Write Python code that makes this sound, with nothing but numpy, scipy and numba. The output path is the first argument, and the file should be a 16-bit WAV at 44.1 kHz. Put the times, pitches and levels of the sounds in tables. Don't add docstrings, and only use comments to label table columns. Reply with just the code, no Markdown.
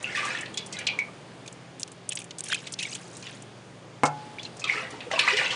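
import sys
import numpy as np
from scipy import signal
from scipy.io import wavfile
from scipy.ndimage import uniform_filter1d
from numba import njit

SR = 44100
rng = np.random.default_rng(int(sys.argv[2]) if len(sys.argv) > 2 else 0)


def pcm_store(signal):
    levels = np.round(np.clip(np.atleast_2d(signal), -1, 1) * 32767)
    wavfile.write(sys.argv[1], SR, levels.astype(np.int16).T)


N = 244755

# (time [s], level [dB], big bubbles against that level [dB])
CHURNING = [
    [(0.0, -59, 6), (0.045, -42.5, -18), (0.14, -39, -15), (0.152, -30, -25), (0.235, -32.5, -12),
     (0.39, -38, -14), (0.53, -82, 2)],
    [(0.7, -57, -3), (0.8, -43.5, -21), (0.88, -57, 2), (1.1, -68, 17)],
    [(4.58, -70, 3), (4.66, -48, -3), (4.704, -34, -16.5), (4.79, -35, -10.5), (4.89, -49.5, -10),
     (5.05, -54, -3)],
    [(5.105, -50, 5), (5.115, -33.5, -1.5), (5.17, -36, -4), (5.2, -29.5, -6.5), (5.265, -32, -13.5),
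     (5.28, -26, -13), (5.35, -31.5, -11), (5.39, -27.5, -11), (5.48, -34, -12), (5.55, -41, -2)],
]
# (time [s], strength [dB], starting pitch [Hz], time to fall by 60 dB [s])
SINGLE_BUBBLES = [(0.029, -32, 1880, 0.029), (0.043, -9.5, 2686, 0.014), (0.129, -24, 2050, 0.019),
                  (0.15, -13.5, 1804, 0.014), (0.181, -19, 2340, 0.018), (0.193, -16, 2360, 0.019),
                  (0.23, -20, 1170, 0.031), (0.254, -15, 1174, 0.014), (0.271, -26, 1730, 0.023),
                  (0.288, -27, 1730, 0.023), (0.349, -14.5, 1795, 0.03), (0.432, -18.5, 1820, 0.019),
                  (0.544, -22.5, 3270, 0.016), (0.573, -19, 3378, 0.04), (0.739, -32, 2090, 0.073),
                  (0.768, -22, 3900, 0.02), (0.791, -21, 2330, 0.021), (0.869, -27, 3600, 0.016),
                  (0.888, -9.5, 2380, 0.019), (0.9889, -5.5, 2240, 0.021), (1.459, -34, 2430, 0.028),
                  (2.106, -22.5, 3340, 0.0088), (2.114, -24, 3060, 0.012), (2.171, -34, 2940, 0.02),
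                  (2.217, -30.5, 2390, 0.019), (2.308, -38, 3480, 0.02), (2.5, -21.5, 1590, .015),
                  (2.501, -24, 3680, 0.025), (2.527, -8, 1566, 0.0094), (2.533, -12, 3170, 0.022),
                  (2.546, -14, 2520, 0.026), (2.576, -26, 3080, 0.022), (2.67, -28, 3650, 0.015),
                  (2.807, -21, 2550, 0.033), (2.832, -24, 2820, 0.049), (2.852, -19, 2250, 0.029),
                  (2.928, -28, 2930, 0.023), (3.232, -32, 2400, .02), (3.257, -33, 2960, 0.025),
                  (3.275, -33, 2700, .02), (4.385, -20.5, 2310, 0.014), (4.394, -24.5, 3400, 0.046),
                  (4.451, -21, 4080, 0.022), (4.464, -29, 2770, 0.018), (4.619, -24, 2500, 0.018),
                  (4.641, -22, 1245, 0.032), (4.666, -29.5, 1090, 0.038), (4.674, -17.5, 2370, 0.038),
                  (4.691, -11.5, 2360, 0.022), (4.697, -2.5, 2160, 0.016), (4.756, -21.5, 1800, 0.022),
                  (4.801, -26, 1290, 0.025), (4.757, -30.5, 417, 0.024), (4.933, -29, 400, 0.02),
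                  (4.94, -29.5, 890, 0.022), (5.065, -29, 483, 0.063), (5.114, -10.5, 1900, 0.0075),
                  (5.16, -13.5, 2660, 0.025), (5.178, -14.5, 1020, 0.016), (5.192, -15.5, 1735, 0.029),
                  (5.277, -7, 1150, 0.0092), (5.2775, -2.5, 2020, 0.01), (5.285, -2.5, 2450, 0.012),
                  (5.3, -25, 2400, 0.02), (5.328, -24.5, 404, 0.072), (5.376, -16, 1980, 0.025),
                  (5.389, -10.5, 1810, 0.019), (5.409, -24, 1756, 0.03), (5.44, -23, 2680, 0.022),
                  (5.461, -10.5, 2687, 0.025), (5.503, -17, 3185, 0.032)]
# (time [s], level [dB], lower drops against that level [dB])
STREAM = [
    [(2.43, -62, 8.5), (2.49, -39.5, -2.5), (2.525, -39.5, 14), (2.57, -49.5, 8), (2.74, -62, 4),
     (2.775, -75, -1), (2.8, -42, 12), (2.89, -47, -0.5), (2.954, -42, 1), (3.0, -51, -1),
     (3.16, -52.5, -21), (3.27, -49.5, 8), (3.45, -67, -7)],
]
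# (time [s], treble level [dB], treble centre [Hz], body against treble [dB], time to fall by 60 dB [s])
DROPS = [(0.027, -27, 8000, -23, 0.043), (0.251, -23.5, 7300, -15, 0.073), (0.387, -33, 8000, -15, 0.018),
         (0.409, -26, 7810, -18, 0.041), (0.4586, -38.5, 4550, 17, 0.031), (0.541, -32, 8800, -1, 0.041),
         (0.5732, -22.5, 5040, -2, 0.064), (0.6618, -30.5, 7700, -24, 0.043),
         (0.7253, -25, 5660, -10, 0.11), (0.7888, -21.5, 6260, -11, 0.03), (0.8674, -17.5, 4930, 9, 0.049),
         (0.988, -29.5, 5300, 4, 0.045), (1.461, -36, 6000, -5, .04), (1.4774, -25, 5150, -6.5, 0.033),
         (1.525, -38.5, 8000, -15, .04), (1.7965, -25, 8640, -7, 0.03), (1.806, -29, 7500, -8, 0.027),
         (1.818, -33, 7500, -3, .03), (1.8309, -11.5, 4630, -26, 0.014), (1.8771, -30, 7100, 2, 0.023),
         (1.917, -32.5, 8460, -2, 0.034), (2.0905, -11.5, 9500, -9, 0.022), (2.107, -46.5, 4500, 14, 0.077),
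         (2.1206, -22, 7630, 2.5, 0.029), (2.131, -23, 6270, -22, 0.012), (2.1537, -19.5, 9310, -22, 0.034),
         (2.1712, -25.5, 4400, 5.5, 0.03), (2.188, -28, 9370, -2, 0.04), (2.2, -31, 7500, 0, .04),
         (2.217, -34, 7500, -3, 0.036), (2.2423, -25.5, 9300, -16, 0.03), (2.308, -30, 4760, 3.5, 0.029),
         (2.384, -22.5, 7200, -9.5, 0.029), (2.3914, -25, 8020, -9, 0.028), (2.4063, -14, 8900, -2, 0.0064),
         (2.4382, -20.5, 8750, -15, 0.03), (2.458, -31, 7000, -8, .04), (2.484, -23.5, 8900, -21, 0.053),
         (2.5443, -17, 8400, 3, 0.025), (2.669, -30, 5540, 3, 0.049), (2.7225, -22, 7260, -22, 0.041),
         (2.738, -17.5, 4640, -22, 0.021), (2.789, -21, 4830, -1, 0.05), (2.827, -23.5, 8700, 5, 0.039),
         (2.95, -22.5, 8700, -5, 0.044), (3.1677, -30, 6800, -10, 0.027), (3.225, -34, 4760, 2.5, 0.043),
         (3.4221, -30, 8300, -18, 0.023), (4.0346, -22, 5840, -11, 0.034),
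         (4.0533, -20.5, 5450, -3.5, 0.075), (4.387, -50.5, 4500, 17, 0.23),
         (4.4303, -28, 4500, -17, 0.052), (4.451, -41.5, 5000, 6, 0.11), (4.568, -37, 6270, -17, 0.045),
         (4.595, -29.5, 5400, -14, 0.086), (4.64, -27, 4650, 6, 0.055), (4.678, -34.5, 5960, 10.5, 0.072),
         (4.905, -33.5, 6660, -10, 0.07), (5.0047, -42.5, 4580, 16, 0.038), (5.1137, -34, 4770, 16, 0.05),
         (5.1905, -19.5, 6160, 11, 0.057), (5.3684, -20, 4900, 6, 0.09), (5.5069, -23, 5200, 1.5, 0.12)]
# (time after the blow [s], share of force [1])
PUSHES = [(0, 0.92), (.0037, 0.5), (.0083, 0.23), (.033, 0.14)]
# (pitch [Hz], relative level [dB], time to fall by 60 dB [s])
JAR_TONES = [(147.4, -7.5, 0.52), (292, -6, 0.12), (432.4, -4.5, 0.26), (493, -8.5, 0.09),
             (523, -17.5, 0.49), (566, -16, 0.11), (677, -29, 0.4), (728, -17, 0.4), (720, -26.5, 0.085),
             (798, -5.5, 0.12), (833, -8.5, 0.16), (849, -19.5, 0.9), (982, -0.5, 0.079), (1130, -19, 0.11),
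             (1192, -4, 0.1), (1345, -8, 0.14), (1490, -18.5, 0.57), (1760, -17, 0.35), (2140, -23, 0.23),
             (2154, -3.5, 0.051), (2586, -11, 0.074)]
# (start [s], end [s])
LADLE_IN_JAR = [(0, 1), (4.55, 5.55)]
# (frequency [Hz], relative level per Hz [dB])
HISS_COLOUR = [(30, -1), (60, -9), (110, -11.5), (200, -10), (300, -9), (500, -10.5), (1000, -16.5),
               (1500, -20), (3000, -23), (6000, -30.5), (10000, -36)]
# (time [s], level [dB])
HISS_LEVEL = [(0.0, -43.5), (0.28, -42.5), (0.75, -44.5), (2.0, -48), (3.2, -46), (4.0, -48), (4.2, -45),
              (5.55, -43.5)]
# (pitch [Hz], size of the pitch waver [Hz], level [dB])
LOW_TONES = [(117.4, 3.09, -55), (137.3, 4.33, -57.5), (178.5, 8, -57)]

SPRAY_DB = -7
CLUMP_DB = 3
JAR_AIR_HZ, JAR_AIR_Q, JAR_AIR_DB = 518, 20.5, 20.5
TICK = 0.2
KNOCK_S, KNOCK_DB, CRACK_DB = 4.0348, -11, -13
HOLLOW_DB, HOLLOW_T60_S = -10.5, 0.22
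FIRST_ECHO_S = 0.011
WALL_DB = -40
BASS_HZ, TOP_HZ = 98.8, 10050


def undb(db):
    return 10 ** (np.asarray(db) / 20)


def unit(x):
    return x / np.sqrt(np.mean(x ** 2))


def fade(t, t60):
    return np.exp(-np.log(1000) * t / t60)


def band(x, lo_hz, hi_hz):
    edges = [lo_hz, min(hi_hz, .45 * SR)]
    return signal.sosfilt(signal.butter(3, edges, "bandpass", fs=SR, output="sos"), x)


def band_noise(lo_hz, hi_hz):
    return unit(band(rng.standard_normal(N), lo_hz, hi_hz))


def walk(rate):
    k = int(SR / rate)
    steps = np.repeat(rng.standard_normal(N // k + 1), k)
    smooth = uniform_filter1d(uniform_filter1d(steps, k), k)
    return unit(smooth[:N])


def track(tables):
    rows, t = np.vstack(tables), np.arange(N) / SR
    columns = [np.interp(t, rows[:, 0], c) for c in rows.T[1:]]
    inside = sum((t >= table[0][0]) & (t <= table[-1][0]) for table in tables)
    return [np.where(inside, columns[0], -120.)] + columns[1:]


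@njit
def grains(n, sr, s, hz, t60, size, rise, glide):
    out = np.zeros(n)
    for k in range(len(s)):
        start, length = int(s[k] * sr), int(t60[k] * sr)
        phase, swell = 0., 1.
        a, fall = size[k], np.exp(-np.log(1000.) / length)
        quick = np.exp(-1 / (rise * length + 1))
        for i in range(min(length, n - start)):
            phase += 2 * np.pi * hz[k] * (1 + glide * i / length) / sr
            a, swell = a * fall, swell * quick
            out[start + i] += a * (1 - swell) * np.sin(phase)
    return out


def swarm(rate, centre_hz, octaves, cycles, scatter_db):
    moment, ring, chance = rng.random((int(rate * N / SR), 3)).T
    hz = centre_hz * 2 ** (octaves * rng.standard_normal(len(moment)))
    hz = np.clip(hz, 250, 10000)
    t60 = cycles * (.5 + ring) / hz
    size = undb(-scatter_db * np.log(1 - .95 * chance))
    size = size * np.sqrt(hz / centre_hz)
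    crowd = grains(N, 1. * SR, moment * (N - 1) / SR, hz, t60, size, 0.32, 0.095)
    return unit(crowd * undb(CLUMP_DB * walk(45)))


def slosh():
    db, big_db = track(CHURNING)
    big_gain = undb(db + big_db)
    fine = swarm(1200, 3855.0, 0.417, 30, 4.2) + 0.38 * band_noise(4500, 8830)
    medium = swarm(500, 2101.0, 0.335, 34, 4.1)
    big = big_gain * swarm(250, 1003.0, 0.457, 26, 6.1)
    b, a = signal.iirpeak(JAR_AIR_HZ, JAR_AIR_Q, SR)
    hum = undb(JAR_AIR_DB) * signal.lfilter(b, a, big_gain * rng.standard_normal(N))
    return undb(db) * (medium + undb(SPRAY_DB) * fine) + big + hum


def bubbles():
    s, db, hz, t60 = np.transpose(SINGLE_BUBBLES)
    return grains(N, 1. * SR, s, hz, t60, undb(db), 0.063, 0.044)


def spatter():
    db, low_db = track(STREAM)
    high = swarm(4000, 6700.0, .35, 27, 9.7)
    low = swarm(900, 2890.0, 0.445, 14.0, 3.3)
    return undb(db) * (high + undb(low_db) * low)


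def splats():
    spray = swarm(5000, 6450.0, 0.56, 5.1, 6.3)
    body = swarm(3500, 3160.0, 0.28, 19.0, 2.3)
    snap, out = band_noise(2160, 9100), np.zeros(N)
    for s, db, hz, body_db, t60 in DROPS:
        i = int(s * SR)
        t = np.arange(min(int(t60 * SR), N - i)) / SR
        span = slice(i, i + len(t))
        shape = 0.57 * (1 - np.exp(-t / 0.0019)) * fade(t, t60)
        tick_shape = TICK * t / 0.000093 * np.exp(-t / 0.00047)
        tick = tick_shape * unit(band(snap[span], hz * 0.71, 11000))
        treble = unit(band(spray[span], hz * 0.8, hz * 1.56))
        burst = shape * (treble + undb(body_db) * body[span])
        out[span] += undb(db) * (tick + burst)
    return out


def knock():
    t = np.arange(N) / SR - KNOCK_S
    push = sum(size * np.exp(-((t - late_s) / 0.000066) ** 2) for late_s, size in PUSHES)
    crack = (t > 0) * np.exp(-np.maximum(t, 0) / .014) * band_noise(494, 1270)
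    return undb(KNOCK_DB) * jar_ring(-push / 10) + undb(CRACK_DB) * crack


def jar_ring(force):
    t = np.arange(SR) / SR
    ring = sum(undb(db) * fade(t, t60) * np.sin(2 * np.pi * hz * t) for hz, db, t60 in JAR_TONES)
    return signal.fftconvolve(force, ring)[:N]


def echo(x, t60, lo_hz, hi_hz):
    t = np.arange(int(t60 * SR)) / SR
    reflections = band(rng.standard_normal(len(t)), lo_hz, hi_hz)
    tail = reflections * fade(t, t60) * np.minimum(t / FIRST_ECHO_S, 1)
    return signal.fftconvolve(x, tail / np.sqrt(np.sum(tail ** 2)))[:N]


def over_jar(t):
    return sum((t >= start) & (t <= end) for start, end in LADLE_IN_JAR)


def open_air():
    hiss, colour = 0, np.array(HISS_COLOUR)
    for hz in 35 * 2 ** np.arange(0, 8.3, .5):
        db = np.interp(np.log(hz), np.log(colour[:, 0]), colour[:, 1])
        db = db + 10 * np.log10(hz) + 0.75 * walk(9)
        hiss = hiss + undb(db) * band_noise(hz * 0.812, hz * 1.14)
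    return undb(track([HISS_LEVEL])[0]) * unit(hiss)


def distant_hum():
    hum = 0
    for hz, waver, db in LOW_TONES:
        phase = 2 * np.pi * np.cumsum(hz + waver * walk(4)) / SR
        hum = hum + undb(db + 1.3 * walk(1.03)) * np.sqrt(2) * np.sin(phase)
    return hum


def scene():
    water = slosh() + bubbles() + spatter() + splats()
    inside, hit = over_jar(np.arange(N) / SR) * water, knock()
    hollow = undb(HOLLOW_DB) * echo(inside + .5 * hit, HOLLOW_T60_S, 297, 4070)
    wall = undb(WALL_DB) * jar_ring(inside)
    return (water + hit + hollow + wall + open_air() + distant_hum())[None]


def record(dry):
    thin = signal.sosfilt(signal.butter(4, BASS_HZ, "highpass", fs=SR, output="sos"), dry)
    return signal.sosfilt(signal.ellip(12, .3, 75, TOP_HZ, fs=SR, output="sos"), thin)


dry = scene()
out = record(dry)
pcm_store(out)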